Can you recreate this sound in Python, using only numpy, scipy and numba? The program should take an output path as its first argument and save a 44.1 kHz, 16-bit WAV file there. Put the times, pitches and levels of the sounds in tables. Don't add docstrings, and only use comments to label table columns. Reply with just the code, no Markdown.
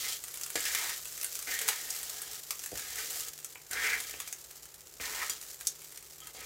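import sys
import numpy as np
from scipy import signal
from scipy.fft import rfft, irfft, next_fast_len
from scipy.io import wavfile
from scipy.ndimage import map_coordinates
from numba import njit

SR = 44100
rng = np.random.default_rng(int(sys.argv[2]) if len(sys.argv) > 2 else 0)


def materialize(psi):
    bounded = np.clip(np.atleast_2d(psi).T, -1, 1)
    quanta = np.round(bounded * 32767).astype(np.int16)
    wavfile.write(sys.argv[1], SR, quanta)


def invert_db(x):
    u = np.asarray(x, float) / 20
    return 10 ** u


N = 284709

# (frequency [Hz], level [dB per Hz])
AIR = [(15, -38), (25, -13), (75, -0.5), (152, -1.5), (209, -8.5), (389, 4.5), (629, -3), (695, -2),
       (3000, -9), (3900, -19), (6600, -120)]
# (frequency [Hz], width [Hz], level [dB])
STAND = [(59.6, 9.9, 6), (118, 18, -13.5), (184, 27, -13.5)]
# (time [s], fizz level [dB])
BARED = [(0, -45.5), (.2, -50.5), (.57, -49), (.77, -42), (1.05, -49.5), (1.52, -44), (2.05, -45),
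         (2.42, -52), (2.85, -49), (3.2, -43), (3.31, -54.5), (3.7, -59), (3.85, -50), (4.45, -55.5),
         (4.98, -62), (5.03, -46), (5.45, -53.5), (6.456, -59)]
# (frequency [Hz], level [dB per Hz])
FIZZ = [(470, 3), (800, -13), (1040, -16), (1230, -8.5), (2000, -7.5), (2440, -9), (3690, -5.5), (7540, 1),
        (9220, -5), (14800, -2.5), (16000, -10.5)]
# (time [s], blade pressure [dB], blade resonance [Hz])
STROKES = [
    [(0, -54, 2070), (.084, -45.5, 2120), (.13, -52, 2100), (.17, -64, 2100)],
    [(.565, -39, 2000), (.63, -50, 1900), (.66, -44, 1850), (.85, -41, 2050), (.93, -47, 1950),
     (1.0, -62, 1970)],
    [(1.472, -45, 2000), (1.52, -40, 2030), (1.6, -47, 1950), (1.72, -43, 1900), (1.85, -56, 1900),
     (2.4, -61, 1600)],
    [(2.755, -53, 1810), (2.945, -52, 1900), (3.0, -41, 2060), (3.085, -53, 2060), (3.3, -60, 2110)],
    [(3.71, -46, 1650), (3.77, -37, 1620), (3.87, -28.5, 2000), (3.96, -34.5, 1950), (4.03, -51, 1950),
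     (4.3, -62, 2060)],
    [(5.005, -46.5, 2000), (5.07, -43, 2150), (5.13, -47, 2100), (5.235, -38.5, 2000), (5.28, -49, 2010),
     (5.4, -68, 1970)],
    [(6.22, -68, 1980), (6.27, -66, 1960), (6.308, -66, 1960)],
    [(6.35, -57, 2500), (6.41, -50, 2300), (6.456, -53, 2050)],
]
# (pan wall [dB], low rim [dB], rasp [dB], free rim ring [dB], push on the stand [dB])
TOUCH = [(-56, -53, -46, -11, -72), (-56, -52, -47, -20, -63), (-52, -55, -50.5, -18, -76),
         (-54, -57, -51, -13, -65), (-47, -51, -47.5, -11, -62), (-53, -46, -50, -18, -64),
         (-63, -70, -72, 5, -80), (-57, -68, -59.5, -16, -80)]
# (frequency [Hz], width [Hz], level [dB])
BLADE = [(1526, 45, -2.5), (1670, 76, 1.5), (1828, 25, 3), (1900, 107, -2.5), (2060, 68, 0.5),
         (2180, 58, -3.5), (2338, 24, 0)]
# (frequency [Hz], width [Hz], level [dB])
PAN = [(313, 92, -12), (439, 21, 1.5), (483, 92, -6.5), (733, 59, -0.5)]
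# (frequency [Hz], width [Hz], level [dB])
LOW_RIM = [(1010, 350, -5), (1270, 100, -1)]
# (frequency [Hz], width [Hz], level [dB])
SQUEAK = [(1274, 22, 2), (3200, 120, -2), (4770, 90, -12)]
# (frequency [Hz], level [dB per Hz])
GRIT = [(1500, -31), (2800, -1), (4500, 0.5), (7000, 1.5), (10000, -5), (16000, -6)]
# (time [s], peak level [dB], jet colour [Hz], low snap [dB])
SPITS = [(.4339, -14.5, 4900, -26), (.5556, -14, 4500, -12), (.604, -12.5, 6800, -25),
         (.6533, -15, 5350, -16.5), (.7482, -8.5, 6050, -19.5), (.8936, -17, 7800, -21),
         (1.2122, -16, 5770, -25), (1.2315, -12, 11700, -28), (1.2445, -8.5, 8500, -29),
         (1.3529, -15.5, 6000, -24.5), (1.5894, -14, 7400, -20), (1.6142, -12.5, 7550, -21.5),
         (1.6864, -5, 7000, -17), (1.9036, -12, 6000, -33), (2.0303, -14.5, 7400, -28),
         (2.2172, -13.5, 8620, -33), (2.5065, -10, 6100, -22.5), (2.6601, -15.5, 6760, -23.5),
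         (2.9568, -18, 7520, -24), (3.1075, -17, 7800, -28), (3.2056, -15, 6500, -28),
         (3.2832, -19, 6500, -26), (3.4453, -16, 6500, -27), (3.711, -14, 7940, -29),
         (3.732, -15.5, 4720, -24), (4.0018, -14.5, 7500, -22), (4.2014, -15, 7000, -20),
         (4.3262, -15.5, 6100, -25), (5.296, -12.5, 6950, -22.5), (5.67, -3.5, 6100, -45)]
# (time [s], peak level [dB])
TICKS = [(.2387, -18), (.2815, -21), (.3407, -19), (.3726, -20), (.4116, -17.5), (.4619, -18.5),
         (.502, -16.5), (1.054, -19), (1.1767, -22), (1.3903, -18.5), (1.425, -19.5), (.1306, -20),
         (2.3441, -24), (1.6795, -10), (2.5925, -21), (2.6375, -20), (5.426, -24), (2.7746, -18),
         (2.7948, -18), (3.3884, -26), (4.2752, -22), (4.5065, -29.5), (4.6543, -26), (5.6096, -21),
         (5.818, -26), (5.9228, -28), (5.9738, -25), (6.0254, -29), (6.2033, -27), (6.2706, -21)]
# (time [s], peak level [dB], thump [dB], clack [dB], rim ring [dB])
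KNOCKS = [(0.553, -30.5, -30, -8, 2), (1.472, -47, -37, 11, 2), (2.717, -39, -24, -4, -9),
          (2.727, -35, -19, -30, -20), (2.746, -50, -8, -11, -8), (3.555, -55.5, -14, 22, -4),
          (3.704, -52.5, -8, 2, 8), (4.138, -45, -28, 14, -13), (4.998, -44, -16, 11, -18),
          (5.296, -44.5, -19, 2, 18), (6.346, -50, -20, -5, 6)]
# (frequency [Hz], width [Hz], level [dB])
STRUCK = [(283, 30, -12), (462, 50, -5), (720, 160, -10)]
# (frequency [Hz], width [Hz], level [dB])
THUD = [(65, 25, -1), (121, 36, 0.5), (197, 90, -5)]
# (frequency [Hz], width [Hz], level [dB])
RIM = [(1274, 35, -8.5), (3245, 80, -0.5), (4770, 76, 3), (6000, 200, -2.5), (7120, 80, 5), (8660, 90, -6),
       (11360, 110, -3.5), (12300, 120, -18), (14000, 120, -14)]
# (frequency [Hz], time to fall 60 dB [s])
WALLS = [(200, 0.2), (2000, 0.2), (12000, 0.1)]

REST_DB, SETTLE_S = -73, .25
WALL_FOLLOWS, RIM_FOLLOWS, RASP_FOLLOWS = .5, .9, .45
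WALL_FADES_DB, RIM_RISES_DB = 5, 8
TICK_HZ, TICK_SPREAD_HZ, TICK_SNAP_DB = 6800, 700, -22
VENT_T60_S, VENT_GROWS_S_PER_DB = .022, .0003
SPRAY_FOLLOWS = .4
TOP_HZ = 15900


def unit(x):
    return x / np.sqrt(np.mean(x ** 2) + 1e-20)


def along(points, hz):
    f, v = np.transpose(points)
    return np.interp(np.log(hz + 1), np.log(f + 1), v)


def curves(rows):
    s, *cols = np.transpose(rows)
    return [np.interp(np.arange(N) / SR, s, c) for c in cols]


def wobble(rate):
    knots = rng.standard_normal(int(N * rate / SR) + 4)
    return map_coordinates(knots, [np.arange(N) * rate / SR])


def filtered(x, response):
    m = next_fast_len(len(x) + 8192)
    return irfft(rfft(x, m) * response(np.fft.rfftfreq(m, 1 / SR)), m)[..., :len(x)]


def coloured(x, points):
    return filtered(x, lambda hz: invert_db(along(points, hz)))


def modes(table):
    def response(f):
        total = 0
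        for k, (c, w, db) in enumerate(table):
            total = total + (-1) ** k * invert_db(db) * 1j * f * w / (c * c - f * f + 1j * f * w)
        return total
    return response


def grains(per_s, spread_db):
    happens, sign, size = rng.random((3, N))
    return (happens < per_s / SR) * np.sign(sign - .5) * invert_db(-spread_db * np.log(size + 0.012))


@njit
def resonate(x, turn, keep):
    y = np.zeros(len(x))
    for i in range(2, len(x)):
        y[i] = x[i] - x[i - 2] + 2 * keep * np.cos(turn[i]) * y[i - 1] - keep * keep * y[i - 2]
    return y


def kitchen():
    air = invert_db(-64) * unit(coloured(rng.standard_normal(N), AIR))
    fan_hz = 148 + 2.44 * wobble(6)
    fan = invert_db(-71 + 1.8 * wobble(6.4)) * np.sin(2 * np.pi * np.cumsum(fan_hz) / SR)
    since = np.arange(N) / SR - np.array([[table[0][0]] for table in STROKES])
    settling = (since >= 0) * np.exp(-np.abs(since) / SETTLE_S)
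    push = invert_db(REST_DB) + np.sum(invert_db(np.array(TOUCH)[:, 4:]) * settling, axis=0)
    return air + fan + push * unit(filtered(rng.standard_normal(N), modes(STAND)))


def fizz():
    t = np.arange(600) / SR
    level_db = curves(BARED)[0]
    pops = grains(per_s=150, spread_db=3.5) * invert_db(-.4 * (level_db + 50))
    flares = signal.fftconvolve(np.abs(pops), invert_db(-60 * t / 0.026))[:N]
    hiss = rng.standard_normal(N) * (1.0 + .9 * unit(flares)) * invert_db(1.2 * wobble(12))
    crackle = unit(hiss) + invert_db(-7) * unit(pops)
    crackle = crackle + invert_db(-6) * unit(grains(per_s=900, spread_db=2))
    oil = filtered(crackle, lambda hz: invert_db(along(FIZZ, hz)) / (1 + (600 / (hz + 1)) ** 4))
    return invert_db(level_db + 5.0) * unit(oil)


def strokes():
    rows = []
    hush = np.array([0, -40, 0, -40, -40, -40, 0])
    for table, (wall_db, rim_db, rasp_db, free_db, _) in zip(STROKES, TOUCH):
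        s, press_db, hz = np.transpose(table)
        eased = press_db - press_db.max()
        way = (s - s[0]) / (s[-1] - s[0]) - .5
        wall = wall_db + WALL_FOLLOWS * eased - WALL_FADES_DB * way
        rim = rim_db + RIM_FOLLOWS * eased + RIM_RISES_DB * way
        rasp = rasp_db + RASP_FOLLOWS * eased
        block = np.transpose([s, press_db, hz, wall, rim, rasp, free_db + 0 * s])
        before = block[0] + hush
        before[0] -= .012
        after = block[-1] + hush
        after[0] += .03
        rows += [before, *block, after]
    return curves(rows)


def slips():
    ticks = unit(grains(per_s=1800, spread_db=3))
    return (ticks + 0.69 * rng.standard_normal(N)) * invert_db(2.03 * wobble(70))


def ring(table, unsteady_db):
    each = filtered(slips(), lambda f: np.array([modes([mode])(f) for mode in table]))
    return unit(sum(invert_db(unsteady_db * wobble(14)) * one for one in each))


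def drag():
    blade_db, blade_hz, pan_db, low_rim_db, rim_db, free_db = strokes()
    wood = ring(BLADE, unsteady_db=2.5) + invert_db(-0.3) * unit(slips())
    blade = unit(resonate(wood, 2 * np.pi * blade_hz / SR, np.exp(-np.pi * 700 / SR)))
    rasp = unit(coloured(slips(), GRIT))
    rasp = rasp + invert_db(free_db) * ring(SQUEAK, unsteady_db=3.5)
    metal = invert_db(low_rim_db + 2.0) * ring(LOW_RIM, unsteady_db=3.5) + invert_db(rim_db + 10.5) * rasp
    return invert_db(blade_db + 0.64) * blade + invert_db(pan_db - 1.9) * ring(PAN, unsteady_db=4.0) + metal


def spits():
    out, t = np.zeros(N + SR), np.arange(3000) / SR
    small = []
    for s, db in TICKS:
        small.append((s, db, TICK_HZ + TICK_SPREAD_HZ * rng.standard_normal(), TICK_SNAP_DB))
    for s, db, colour_hz, snap_db in list(SPITS) + small:
        t60 = max(VENT_T60_S + VENT_GROWS_S_PER_DB * (db + 20), .004)
        venting = invert_db(-60 * t / t60) * (1 - np.exp(-t / 0.00084))
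        jet, snap = rng.standard_normal((2, len(t))) * venting
        jet[:30], jet[30] = 0, 3.8
        snap[:30], snap[30] = 0, 3.5
        spray_db = -8 + SPRAY_FOLLOWS * min(snap_db + 26, 0)
        steam = filtered(jet, modes([(colour_hz, 2200, 0.5), (10000, 14000, spray_db)]))
        high = filtered(jet, lambda f: modes([(colour_hz, 2200, 0.5), (10000, 14000, spray_db)])(f)
                        * (1j * f / (.42 * colour_hz + 1j * f)) ** 3)
        low = filtered(snap, modes([(2200, 2300, 0)]))
        out[round(s * SR):][:len(t)] += invert_db(db - 2.2) * (high + invert_db(snap_db + 13.5) * low)
    return out[:N]


def knocks():
    wall, stand, blade, rim = np.zeros((4, N))
    t = np.arange(1500) / SR
    for s, db, thump_db, clack_db, ring_db in KNOCKS:
        blow = rng.standard_normal(len(t))
        i = round(s * SR) + 50
        wall[i:i + 70] += invert_db(db + 19.5) * np.hanning(70)
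        stand[i:i + 90] += invert_db(db + thump_db + 21.5) * np.hanning(90)
        blade[i:i + len(t)] += invert_db(db + clack_db + 6.5) * blow * invert_db(-60 * t / 0.016)
        rim[i:i + len(t)] += invert_db(db + ring_db + 10) * blow * invert_db(-60 * t / 0.064)
    clack = modes([(1150, 600, 0), (1740, 730, 4), (2350, 500, 4.5), (3300, 660, -11)])
    pan = filtered(wall, modes(STRUCK)) + filtered(stand, modes(THUD))
    return pan + filtered(blade, clack) + filtered(rim, modes(RIM))


def walls(x):
    out, step = np.zeros(N + SR), SR // 4
    for i in range(0, N, step):
        hz, t, z = signal.stft(rng.standard_normal(SR // 4), SR, nperseg=256)
        fading = invert_db(-60 * t / along(WALLS, hz)[:, None])
        tail = signal.istft(z * fading, SR, nperseg=256)[1]
        echo = signal.fftconvolve(x[i:i + step], tail / np.linalg.norm(tail))
        out[i + 150:][:len(echo)] += echo
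    return out[:N]


def scene():
    sharp = spits() + knocks()
    return (fizz() + drag() + sharp + invert_db(-4.5) * walls(sharp) + kitchen())[None]


def low_pass(x):
    return signal.sosfilt(signal.butter(12, 16830, fs=SR, output="sos"), x)


def record(dry):
    kept = filtered(dry[0], lambda hz: np.where(hz < TOP_HZ, 1, invert_db(-60)))
    return low_pass(kept[None])


dry = scene()
out = record(dry)
materialize(out)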